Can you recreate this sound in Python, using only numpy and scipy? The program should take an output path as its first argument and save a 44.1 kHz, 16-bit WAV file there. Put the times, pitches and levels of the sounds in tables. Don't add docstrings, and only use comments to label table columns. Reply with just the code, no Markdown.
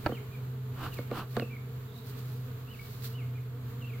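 import sys
import numpy as np
from scipy import signal
from scipy.fft import rfft, irfft
from scipy.io import wavfile

SR = 44100
rng = np.random.default_rng(int(sys.argv[2]) if len(sys.argv) > 2 else 0)


def output_pcm(signal):
    pcm = np.clip(np.atleast_2d(signal).T, -1, 1) * 32767
    wavfile.write(sys.argv[1], SR, np.round(pcm).astype(np.int16))


N = 176400
T = np.arange(N) / SR
HZ = np.maximum(np.arange(N // 2 + 1) * SR / N, 1)
SIDES = np.array([[1], [-1]])


def from_db(db):
    return 10 ** (np.asarray(db) / 20)


def unit_rms(x):
    return x / np.sqrt(np.mean(x ** 2) + 1e-20)


def over_frequency(points):
    hz, value = np.transpose(points)
    return np.interp(np.log(HZ), np.log(hz), value)


def over_time(points):
    return np.interp(T, *np.transpose(points))


def drift(rate_hz):
    return unit_rms(irfft(rfft(rng.standard_normal(N)) / (1 + (HZ / rate_hz) ** 2), N))


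def noise(colour, stereo):
    mid, side = rfft(rng.standard_normal((2, N)))
    correlation = np.clip(over_frequency(stereo), -1, 1)
    left_right = np.sqrt(1 + correlation) * mid + np.sqrt(1 - correlation) * side * SIDES
    return unit_rms(irfft(from_db(over_frequency(colour)) * left_right, N))


def swells(rows, shape=1.9):
    power = np.zeros(N)
    for peak_s, level_db, rise_s, fall_s in rows:
        from_peak = np.abs(T - peak_s) / np.where(T < peak_s, rise_s, fall_s)
        power += (from_db(level_db) * np.exp(-from_peak ** shape / 2)) ** 2
    return np.sqrt(power)


def decay(start_s, t60_s):
    return (T >= start_s) * from_db(-60 * np.maximum(T - start_s, 0) / t60_s)


def woods_reverb(x, t60_s, predelay_s=0.016):
    tail = rng.standard_normal((2, SR)) * decay(predelay_s, t60_s)[:SR]
    tail /= np.sqrt(np.sum(tail ** 2) / 2)
    return signal.fftconvolve(np.atleast_2d(x), tail, axes=1)[:, :N]


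# freq_hz, gain_db
AIR_COLOUR = [(20, -14), (50, -5), (70, -3.5), (105, 8), (140, 4), (180, -5.5), (280, -7), (330, -16),
              (400, -7), (480, -7.5), (560, -21.5), (680, -15.5), (790, -22.5), (950, -16.5), (1250, -14.5),
              (1900, -21), (3000, -23.5), (4300, -25.5), (5600, -34.5), (7300, -29), (8300, -35.5),
              (10500, -36), (12800, -26.5), (14500, -23.5), (16000, -32.5)]
# freq_hz, correlation
AIR_STEREO = [(25, 0.85), (60, 1), (130, 0.96), (290, 0.97), (640, 0.0029), (1400, .2), (3100, -0.083),
              (6800, -0.26), (15000, 0.13)]


def air(level_db=-46.5, sway_db=1.5):
    return from_db(level_db + sway_db * drift(1.7)) * noise(AIR_COLOUR, AIR_STEREO)


# time_s, pitch_hz
DRONE_PITCH = [(0, 127.5), (.5, 127.5), (1, 126), (1.9, 126.5), (2.4, 125.5), (3.1, 124.5), (3.6, 124),
               (4, 123)]
# time_s, level_db
DRONE_LEVEL = [(0, -44), (.12, -40.5), (.32, -44.5), (.4, -38.5), (.6, -36.3), (.79, -39.5), (.86, -43),
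               (1.0, -39.5), (1.27, -41.5), (1.38, -37.5), (1.58, -40.5), (1.77, -39), (1.96, -45.5),
               (2.2, -39), (2.42, -37.5), (2.72, -46.5), (2.88, -44), (3.0, -39.5), (3.28, -36),
               (3.58, -39.5), (3.7, -38), (4, -39.5)]


def drone(octave_db=-24.5):
    phase = 2 * np.pi * np.cumsum(over_time(DRONE_PITCH)) / SR
    hum = np.sin(phase) + from_db(octave_db) * np.sin(2 * phase)
    return np.sqrt(2) * from_db(over_time(DRONE_LEVEL)) * hum


# start_s, length_s, pitch_hz at five even steps, level_db
NEAR_BIRD_NOTES = [(.103, .095, 2810, 3080, 2950, 2345, 2150, -53),
                   (.313, 0.061, 2370, 2430, 2420, 2270, 2110, -54.5),
                   (.92, 0.023, 3100, 2910, 2800, 2560, 2450, -49),
                   (.957, 0.0466, 2620, 2470, 2200, 2180, 2100, -53),
                   (1.39, 0.0524, 2920, 2880, 2770, 2610, 2450, -50),
                   (1.498, 0.076, 2160, 2390, 2305, 2200, 2210, -50.5),
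                   (2.67, .095, 2620, 2870, 2980, 2720, 2160, -54),
                   (2.79, 0.04, 2210, 2250, 2250, 2240, 2220, -51),
                   (3.128, 0.11, 2690, 2960, 2860, 2340, 2230, -54.5),
                   (3.343, 0.05, 2440, 2400, 2440, 2280, 2100, -57.5),
                   (3.805, .066, 3450, 2880, 2717, 2707, 2730, -51.5),
                   (3.872, 0.046, 2870, 2804, 2590, 2400, 2080, -52.5),
                   (3.912, 0.049, 2750, 2530, 2270, 2120, 2070, -58)]
# start_s, length_s, pitch_hz at five even steps, level_db
FAR_BIRD_NOTES = [(1.84, .2, 3550, 3660, 3790, 3870, 3700, -66)]


def bird(notes, waver, flutter_db=4, reverb_db=-4):
    song = np.zeros(N)
    wobble = 1 + waver * drift(104)
    for start_s, length_s, *pitches_hz, level_db in notes:
        inside = (T >= start_s) & (T < start_s + length_s)
        progress = (T[inside] - start_s) / length_s
        glide = np.polyfit(np.linspace(0, 1, 5), pitches_hz, 4)
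        pitch_hz = np.polyval(glide, progress) * wobble[inside]
        envelope = from_db(level_db) * np.sqrt(np.abs(np.sin(np.pi * progress)))
        song[inside] += envelope * np.sin(2 * np.pi * np.cumsum(pitch_hz) / SR)
    song *= from_db(flutter_db * drift(80))
    return song + from_db(reverb_db) * woods_reverb(song, t60_s=0.38)


# wingbeat_hz, gain_db, overtones_db, nearing_db_per_s
BEES = [(193.2, -3.5, -1, -3.5), (208.3, -1, 0.5, -2), (219.5, 0, 1.5, 0), (228.8, -0.5, -1, 2.5),
        (242, 2, -3.5, -0.5), (257.4, -2, -18, 2.5), (282.4, -6.5, -17, 4)]
BEE_HARMONICS = [2.5, -10, -12.5, -13, -20]


def bees(level_db=-54, wander=0.033, weave_db=2.8):
    swarm = np.zeros((2, N))
    for wingbeat_hz, gain_db, overtones_db, nearing_db_per_s in BEES:
        phase = 2 * np.pi * np.cumsum(wingbeat_hz * (1 + wander * drift(7.95))) / SR
        buzz = np.sin(phase)
        for harmonic, db in enumerate(BEE_HARMONICS, start=2):
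            buzz += from_db(db + overtones_db) * np.sin(harmonic * phase + rng.uniform(0, 2 * np.pi))
        flight_db = nearing_db_per_s * (T - T.mean()) + weave_db * drift(7.9)
        pan_db = rng.normal(0, 1.0) * SIDES
        swarm += buzz * from_db(gain_db + flight_db + pan_db)
    return unit_rms(swarm) * from_db(level_db)


# peak_s, level_db, rise_s, fall_s
SWISHES = [(.05, -55.5, 0.073, 0.058), (.943, -48, 0.0049, 0.005), (.97, -54, 0.051, 0.033),
           (1.36, -53.5, 0.049, 0.075), (1.97, -57, 0.029, 0.042), (2.095, -51.5, 0.039, 0.02),
           (2.19, -52, .018, 0.016), (2.3, -56, 0.084, 0.11), (2.92, -53.5, .14, 0.096),
           (3.053, -41.5, 0.02, 0.022), (3.11, -54, .04, 0.03)]
# freq_hz, gain_db
SWISH_COLOUR = [(700, -25), (1400, -2.5), (2500, -4.5), (4300, 1.5), (6000, -6), (8000, -7), (10500, -8),
                (13000, 0), (16000, -1)]


def suit_swishes(grain_db=1.5):
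    return swells(SWISHES) * from_db(grain_db * drift(200)) * noise(SWISH_COLOUR, AIR_STEREO)


# freq_hz, gain_db
CRACK_COLOUR = [(80, -6), (250, 5), (800, -5), (1500, -4.5), (2500, -6.5), (4500, -29), (8000, -34)]
# freq_hz, gain_db
TICK_COLOUR = [(700, 3), (1500, 11.5), (3000, 0.5), (4500, 5.5), (5800, -29), (7700, -10), (9500, -38),
               (16000, -29)]
# freq_hz, correlation
KNOCK_STEREO = [(600, 0.87), (2500, 0.29), (5000, 0.21), (10000, .1)]


def knocks(hits, modes, detune=0.025, attack_s=0.0012, ring_lag_s=0.00052):
    crack_db, crack_t60_s = -7.5, 0.036
    graze_db, graze_s = -25.5, 0.014
    reverb_db, balance_db = -19, -0.4
    crack = noise(CRACK_COLOUR, KNOCK_STEREO)
    tick = noise(TICK_COLOUR, KNOCK_STEREO)
    out = np.zeros((2, N))
    t = T[:SR // 4]
    for start_s, body_db, lowpass_hz, tick_db in hits:
        ring = np.zeros(len(t))
        for k, (pitch_hz, gain_db, t60_s) in enumerate(modes):
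            envelope = from_db(gain_db + rng.normal(0, 1.0) - 60 * t / t60_s)
            ring += (-1) ** k * envelope * np.sin(2 * np.pi * pitch_hz * rng.normal(1, detune) * t)
        first = int((start_s + ring_lag_s) * SR)
        span = slice(first, first + len(t))
        body = ring + crack[:, span] * from_db(crack_db - 60 * t / crack_t60_s)
        body *= 1 - np.exp(-t / attack_s)
        lowpass = signal.butter(2, lowpass_hz, fs=SR, output="sos")
        out[:, span] += from_db(body_db) * signal.sosfilt(lowpass, body)
        out += from_db(tick_db) * tick * decay(start_s, t60_s=0.016)
        out += from_db(body_db + graze_db) * crack * np.exp(-np.abs(T - start_s) / graze_s)
    out += from_db(reverb_db) * woods_reverb(out, t60_s=0.34)
    return out * from_db(balance_db / 2 * SIDES)


# start_s, body_db, lowpass_hz, tick_db
HIVE_BUMPS = [(.061, -17.5, 2720, -30.5), (.0672, -28.5, 1890, -33)]
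# pitch_hz, gain_db, t60_s
HIVE_MODES = [(91, -7, .1), (216, -25, 0.094), (305, -3.5, 0.052), (598, -4.5, 0.061), (785, -2, 0.033),
              (912, -6.5, .04), (1345, -4.5, 0.043), (1640, -9, 0.029), (1820, -17, 0.022),
              (2800, -13, 0.025)]


def hive_bump():
    return knocks(HIVE_BUMPS, HIVE_MODES)


# start_s, body_db, lowpass_hz, tick_db
SMOKER_CLACKS = [(.091, -26, 796, -58), (.119, -26.5, 800, -53), (0.9869, -28.5, 800, -39.5),
                 (1.1134, -23.5, 915, -36.5), (1.3673, -21, 850, -29.5), (1.372, -25, 1110, -46),
                 (1.3972, -28.5, 915, -30.5), (1.4205, -25, 664, -44)]
# pitch_hz, gain_db, t60_s
SMOKER_MODES = [(221.7, -10.5, 0.12), (267, -10, .1), (327, -5, 0.046), (483, -5.5, 0.085),
                (541, -11.5, 0.084), (708, -5, 0.029), (1153, -5.5, 0.038), (1426, -6.5, 0.044),
                (1700, -28, 0.023), (2790, -12, 0.018)]


def smoker_clacks():
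    return knocks(SMOKER_CLACKS, SMOKER_MODES)


# peak_s, level_db, rise_s, fall_s
PUFFS = [(0.851, -39, 0.044, 0.029), (1.177, -37.5, 0.033, 0.037)]
# freq_hz, gain_db
CAN_COLOUR = [(120, -2), (210, 2), (330, 1), (450, -8.5), (600, -9), (780, -3), (930, -6), (1120, 0.5),
              (1330, 0), (1580, -6), (1750, -12.5), (2400, -19), (4000, -50)]
# freq_hz, gain_db
JET_COLOUR = [(1200, -6), (2000, -8), (2500, -2.5), (2900, 3), (3500, -4), (4200, -3.5), (6000, -15.5),
              (10500, -17.5), (13500, -7.5), (16000, -15)]
# freq_hz, correlation
PUFF_STEREO = [(200, 1), (640, .85), (1400, 0.93), (3100, 0.33), (6800, 0), (15000, 0)]


def smoker_puffs(turbulence_db=0.6, jet_db=-7.5, jet_exponent=1.17):
    flow = swells(PUFFS) * from_db(turbulence_db * drift(60))
    full_flow = from_db(max(level_db for _, level_db, _, _ in PUFFS))
    jet = full_flow * (flow / full_flow) ** jet_exponent * from_db(jet_db)
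    return flow * noise(CAN_COLOUR, PUFF_STEREO) + jet * noise(JET_COLOUR, PUFF_STEREO)


def scene():
    foreground = smoker_puffs() + hive_bump() + smoker_clacks()
    birds = bird(NEAR_BIRD_NOTES, waver=0.005) + bird(FAR_BIRD_NOTES, waver=0.037)
    return foreground + suit_swishes() + drone() + bees() + birds + air()


# freq_hz, left_minus_right_db
MIC_BALANCE = [(60, -6), (130, -0.4), (300, -1.5), (1300, -2), (2400, 0), (4400, -5.5), (6500, 3.5),
               (8200, 1), (11000, -3.5), (14000, -6)]


def record(dry, cutoff_hz=15900):
    colour = from_db(over_frequency(MIC_BALANCE) / 2 * SIDES)
    lowpass = 1 / np.sqrt(1 + (HZ / cutoff_hz) ** 400)
    return irfft(rfft(dry) * colour * lowpass, N)


dry = scene()
out = record(dry)
output_pcm(out)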